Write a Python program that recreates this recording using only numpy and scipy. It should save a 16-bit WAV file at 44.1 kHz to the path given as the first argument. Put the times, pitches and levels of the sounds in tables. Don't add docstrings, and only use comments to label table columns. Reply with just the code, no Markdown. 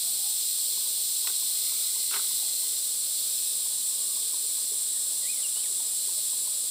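import sys
import numpy as np
from scipy import signal
from scipy.fft import rfft, irfft, next_fast_len
from scipy.io import wavfile
from scipy.ndimage import uniform_filter1d, map_coordinates

SR = 44100
rng = np.random.default_rng(int(sys.argv[2]) if len(sys.argv) > 2 else 0)


def log_audio(samples):
    frames = np.atleast_2d(samples).T
    limited = np.clip(frames, -1, 1)
    pcm = np.round(limited * 32767).astype(np.int16)
    wavfile.write(sys.argv[1], SR, pcm)


N = 295470


def amp(db):
    return 10 ** (np.asarray(db) / 20)


def unit(x):
    return x / np.sqrt(np.mean(x ** 2) + 1e-20)


def along(points, hz):
    point_hz, values = np.transpose(points)
    return np.interp(np.log(hz + 1), np.log(point_hz + 1), values)


def wobble(knots_per_s):
    knots = rng.standard_normal(int(N * knots_per_s / SR) + 4)
    return map_coordinates(knots, [np.arange(N) * knots_per_s / SR])


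def filtered(x, response):
    size = next_fast_len(N + SR // 2)
    return irfft(rfft(x, size) * response(np.fft.rfftfreq(size, 1 / SR)), size)[:N]


def coloured(x, spectrum):
    return filtered(x, lambda hz: amp(along(spectrum, hz)))


def resonant(x, modes):
    def response(hz):
        return sum((-1) ** k * amp(db) * 1j * hz * width / (centre ** 2 - hz ** 2 + 1j * hz * width)
                   for k, (centre, width, db) in enumerate(modes))
    return filtered(x, response)


def add(track, start_s, sound):
    part = track[round(start_s * SR):][:len(sound)]
    part += sound[:len(part)]


def haze(spectrum, patchy_db):
    cells = signal.stft(rng.standard_normal(N), nperseg=512)[2]
    patches = uniform_filter1d(rng.standard_normal(cells.shape), size=5, axis=0)
    patches = unit(uniform_filter1d(patches, size=16, axis=1))
    noise = signal.istft(cells * amp(patchy_db * patches), nperseg=512)[1][:N]
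    return unit(coloured(noise, spectrum))


def among_trees(x, wet_db):
    # frequency in Hz, T60 in seconds.
    decay_times = [(200, 0.6), (2000, 0.87), (8000, 0.4), (15000, 0.18)]
    hz, t, cells = signal.stft(rng.standard_normal(SR // 2), SR, nperseg=256)
    decay = amp(-60 * t / along(decay_times, hz)[:, None])
    tail = signal.istft(cells * decay, SR, nperseg=256)[1]
    scatter = signal.fftconvolve(x, tail / np.linalg.norm(tail))[:N]
    return (x + amp(wet_db) * scatter) / np.hypot(1, amp(wet_db))


def off_trunks(x, echo_db, spread_s=0.02, count=12):
    delays_s = rng.uniform(spread_s / 10, spread_s, count)
    gains = rng.choice([-1, 1], count) / np.sqrt(count)
    out = x.copy()
    for delay_s, gain in zip(delays_s, gains):
        add(out, delay_s, amp(echo_db) * gain * x)
    return unit(out)


def murmur():
    # frequency in Hz, relative density in dB.
    spectrum = [(20, -42), (42, -30), (58, -12), (70, -13.5), (150, -6), (275, 0.5), (335, -5), (410, 0),
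                (590, 1.5), (700, -5.5), (1000, -2.5), (1800, -7.5), (3000, -7.5), (8000, -34)]
    return amp(-57.5) * haze(spectrum, patchy_db=1.0)


def bumps(rise_s=0.0072):
    # start in seconds, relative level in dB, pitch in Hz, width in Hz.
    events = [(2.418, -49, 785, 150), (4.335, -55, 350, 140), (4.435, -51, 413, 150),
              (4.713, -45, 424, 130), (5.562, -48.5, 895, 1500), (5.7, -52.5, 440, 170),
              (5.8, -50.5, 835, 400), (6.07, -53, 370, 130), (6.165, -50.5, 598, 120)]
    out = np.zeros(N)
    u = np.arange(SR // 10) / SR / rise_s
    envelope = u * np.exp(-u)
    for start_s, db, pitch_hz, width_hz in events:
        body = filtered(rng.standard_normal(N), lambda hz: np.exp(-(2 * (hz - pitch_hz) / width_hz) ** 2))
        add(out, start_s, amp(db - 12) * unit(envelope * body[:len(u)]))
    return among_trees(out, wet_db=-7.5)


def note(length_s, start_hz, end_hz, bend_hz, arch, waver, flutter_db):
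    u = np.linspace(0, 1, int(length_s * SR))
    glide_hz = start_hz + (end_hz - start_hz) * u + bend_hz * (1 - (2 * u - 1) ** 2)
    cycles = np.cumsum(glide_hz * (1 + waver * wobble(120)[:len(u)])) / SR
    envelope = np.abs(np.sin(np.pi * u)) ** arch * amp(flutter_db * wobble(90)[:len(u)])
    return envelope * np.sin(2 * np.pi * cycles)


def far_whistles():
    # start in seconds, length in seconds, level in dB, start and end pitch in Hz.
    slurs = [(1.46, 0.44, -65, 1070, 1400), (1.35, 1.49, -65, 2055, 2047), (1.53, 0.5, -61, 2050, 2420),
             (3.3, 0.2, -60, 2750, 2600), (3.7, 0.95, -66.5, 1020, 1205)]
    out = np.zeros(N)
    for start_s, length_s, db, start_hz, end_hz in slurs:
        bend_hz = 0.25 * (end_hz - start_hz)
        slur = note(length_s, start_hz, end_hz, bend_hz, arch=0.44, waver=0.0158, flutter_db=3.5)
        add(out, start_s, amp(db) * slur)
    return among_trees(out, wet_db=4.0)


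def far_pips(pitch_hz=993, length_s=0.0153, fall=0.13):
    # centre time in seconds, relative level in dB.
    events = [(0.778, -45), (0.866, -48), (1.252, -43), (1.427, -46), (1.723, -44.5), (1.964, -45),
              (2.314, -45), (2.639, -45.5), (3.664, -46), (4.174, -44.5), (4.343, -43.5), (4.584, -46),
              (6.093, -45), (6.334, -45.5), (6.477, -43)]
    u = np.linspace(0, 1, int(length_s * SR))
    glide_hz = pitch_hz * (1 + fall * (1 - 2 * u))
    pip = np.sin(np.pi * u) ** 2 * np.sin(2 * np.pi * np.cumsum(glide_hz) / SR)
    out = np.zeros(N)
    for centre_s, db in events:
        add(out, centre_s - length_s / 2, amp(db) * pip)
    return amp(-3.5) * among_trees(out, wet_db=-20)


def birdsong():
    # start and length in seconds, level in dB, start pitch, end pitch and mid bend in Hz.
    notes = [(0.018, 0.097, -57.5, 557, 880, -53), (0.18, 0.15, -55, 770, 934, -58),
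             (4.92, 0.073, -59, 2020, 1930, -82), (5.221, 0.058, -51, 2080, 2170, -180),
             (5.265, 0.078, -45, 2100, 2370, 250), (5.368, 0.044, -49.5, 2150, 1990, 20),
             (5.419, 0.053, -42, 3450, 2870, -280), (5.555, 0.056, -42.5, 2850, 3310, -20),
             (5.625, 0.045, -49.5, 3100, 1790, -200)]
    out = np.zeros(N)
    for start_s, length_s, db, start_hz, end_hz, bend_hz in notes:
        glide = note(length_s, start_hz, end_hz, bend_hz, arch=0.51, waver=0.016, flutter_db=2.5)
        add(out, start_s, amp(db) * glide)
    return among_trees(out, wet_db=-13)


def crunch(start_s=2.11, swell_s=0.035, fibres_per_s=900, grow_db_per_s=170, fade_db_per_s=290):
    t = np.arange(N) / SR - start_s
    past_peak_s = t - swell_s
    breaks = (rng.random(N) < fibres_per_s / SR) * rng.choice([-1, 1], N)
    sizes = amp(2.5 * rng.standard_normal(N))
    envelope_db = np.minimum(grow_db_per_s * past_peak_s, -fade_db_per_s * past_peak_s)
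    return (t > 0) * amp(envelope_db - 38) * unit(breaks * sizes)


def dry_wood(snap_t60_s=0.026):
    # centre in Hz, width in Hz, relative gain in dB.
    modes = [(220, 130, -17), (410, 35, -2.5), (890, 160, -3.5), (1110, 83, 1), (1330, 200, 0.5),
             (1556, 130, 0), (2020, 200, -10), (2360, 170, -24)]
    # frequency in Hz, relative gain in dB.
    splinter_spectrum = [(500, -33), (1500, -4), (2400, -2), (3500, 1.5), (6000, -7), (9000, -12)]
    # start in seconds, relative level in dB, splinter share in dB.
    snaps = [(1.272, -35.5, 3.5), (1.277, -38, -10), (1.286, -44, -4), (1.299, -39.5, -5),
             (2.14, -33.5, -0.5), (2.1629, -27, -13), (2.168, -31, -12), (2.174, -35, -12),
             (2.194, -35, -18)]
    t = np.arange(SR // 8) / SR
    blows = crunch()
    splinters = amp(-5.5) * crunch()
    for start_s, db, splinter_db in snaps:
        decay = amp(db - 60 * t / snap_t60_s)
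        add(blows, start_s, decay * rng.standard_normal(len(t)))
        add(splinters, start_s, amp(splinter_db) * decay * rng.standard_normal(len(t)))
    cracks = resonant(blows, modes) + coloured(splinters, splinter_spectrum)
    return among_trees(amp(14) * cracks, wet_db=-18)


def low_cicadas():
    # time in seconds, effort in dB.
    effort = [(0.0, -36.5), (0.09, -37), (1.85, -35.5), (1.88, -37.5), (2.33, -36), (2.97, -40),
              (3.23, -37), (3.6, -39.5), (4.63, -40.5), (4.96, -42), (5.17, -40.5), (5.56, -43),
              (6.23, -39.5), (6.55, -42.5), (6.7, -41.5)]
    # frequency in Hz, relative density in dB.
    chorus_spectrum = [(1500, -45), (2200, -23), (2800, -16), (3100, -11.5), (3420, -4), (4000, -2),
                       (4350, -4.5), (4570, -4), (4850, -3), (5150, -3), (6300, -9), (7500, -17.5),
                       (10000, -42)]
    ring_spectrum = [(3000, -50), (3750, -18), (3900, -6), (4020, -9), (4130, -3), (4255, 0), (4360, -4),
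                     (4500, -20), (5500, -50)]
    hiss_spectrum = [(10000, -32.5), (12200, -4.5), (13200, -0.5), (14300, 4.5), (15100, 1.5), (15700, -20)]
    effort_db = np.interp(np.arange(N) / SR, *np.transpose(effort))
    swell_db = effort_db - effort_db.mean()
    chorus = off_trunks(haze(chorus_spectrum, patchy_db=0.37), echo_db=-8.5)
    chorus *= amp(-38.5 + 0.64 * swell_db)
    ring = amp(-44.5 + 0.97 * swell_db) * haze(ring_spectrum, patchy_db=0.5)
    hiss = amp(-38 + swell_db) * haze(hiss_spectrum, patchy_db=0.5)
    return chorus + ring + hiss


def tymbal(rate_hz, drift=0.0018, jitter_s=9e-6, return_db=-7.5, scatter_db=0.5):
    beats = np.cumsum(rate_hz * (1 + drift * wobble(2) + drift * wobble(17))) / SR
    buckles = np.arange(1, int(beats[-1]) - 1)
    click_beats = np.array([buckles, buckles + rng.uniform(0.38, 0.507)])
    at_samples = np.interp(click_beats, beats, np.arange(N))
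    at_samples += jitter_s * SR * rng.standard_normal(click_beats.shape)
    sizes = amp(np.array([[0], [return_db]]) + scatter_db * rng.standard_normal(click_beats.shape))
    taps = at_samples.astype(int)[..., None] + np.arange(-7, 9)
    offsets = taps - at_samples[..., None]
    clicks = sizes[..., None] * np.sinc(offsets) * np.sinc(offsets / 8)
    return np.bincount(np.clip(taps, 0, N - 1).ravel(), clicks.ravel(), N)


def main_cicadas(level_db=-29.5):
    # tymbal rate in Hz, relative level in dB.
    insects = [(231.8, -2), (223.3, -2.5), (219.4, -4), (224.2, -1.5), (226.5, -3)]
    # frequency in Hz, relative gain in dB.
    body_spectrum = [(5500, -46), (6800, -17.5), (7200, -6), (7600, -1.5), (7900, 0), (8800, 0.5),
                     (9400, -4), (10100, -6), (10500, -9.5), (12000, -15.5), (14000, -31)]
    # centre in Hz, width in Hz, relative gain in dB.
    shrill_modes = [(7855, 52, -1), (9270, 54, -0.5), (9800, 83, -7.5), (10185, 64, 0)]
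    clicks = [amp(db) * unit(tymbal(rate_hz)) for rate_hz, db in insects]
    scattered = sum(among_trees(train, wet_db=-2.5) for train in clicks)
    near = unit(coloured(scattered, body_spectrum))
    shrill = amp(-9.5) * unit(resonant(clicks[0], shrill_modes))
    far = haze(body_spectrum, patchy_db=0)
    return amp(level_db) * unit(near + shrill + far)


def scene():
    mono = murmur() + main_cicadas() + low_cicadas() + dry_wood()
    mono += far_pips() + bumps() + birdsong() + far_whistles()
    return np.array([mono, mono])


def record(dry, top_hz=15750):
    return np.array([filtered(channel, lambda hz: hz < top_hz) for channel in dry])


dry = scene()
out = record(dry)
log_audio(out)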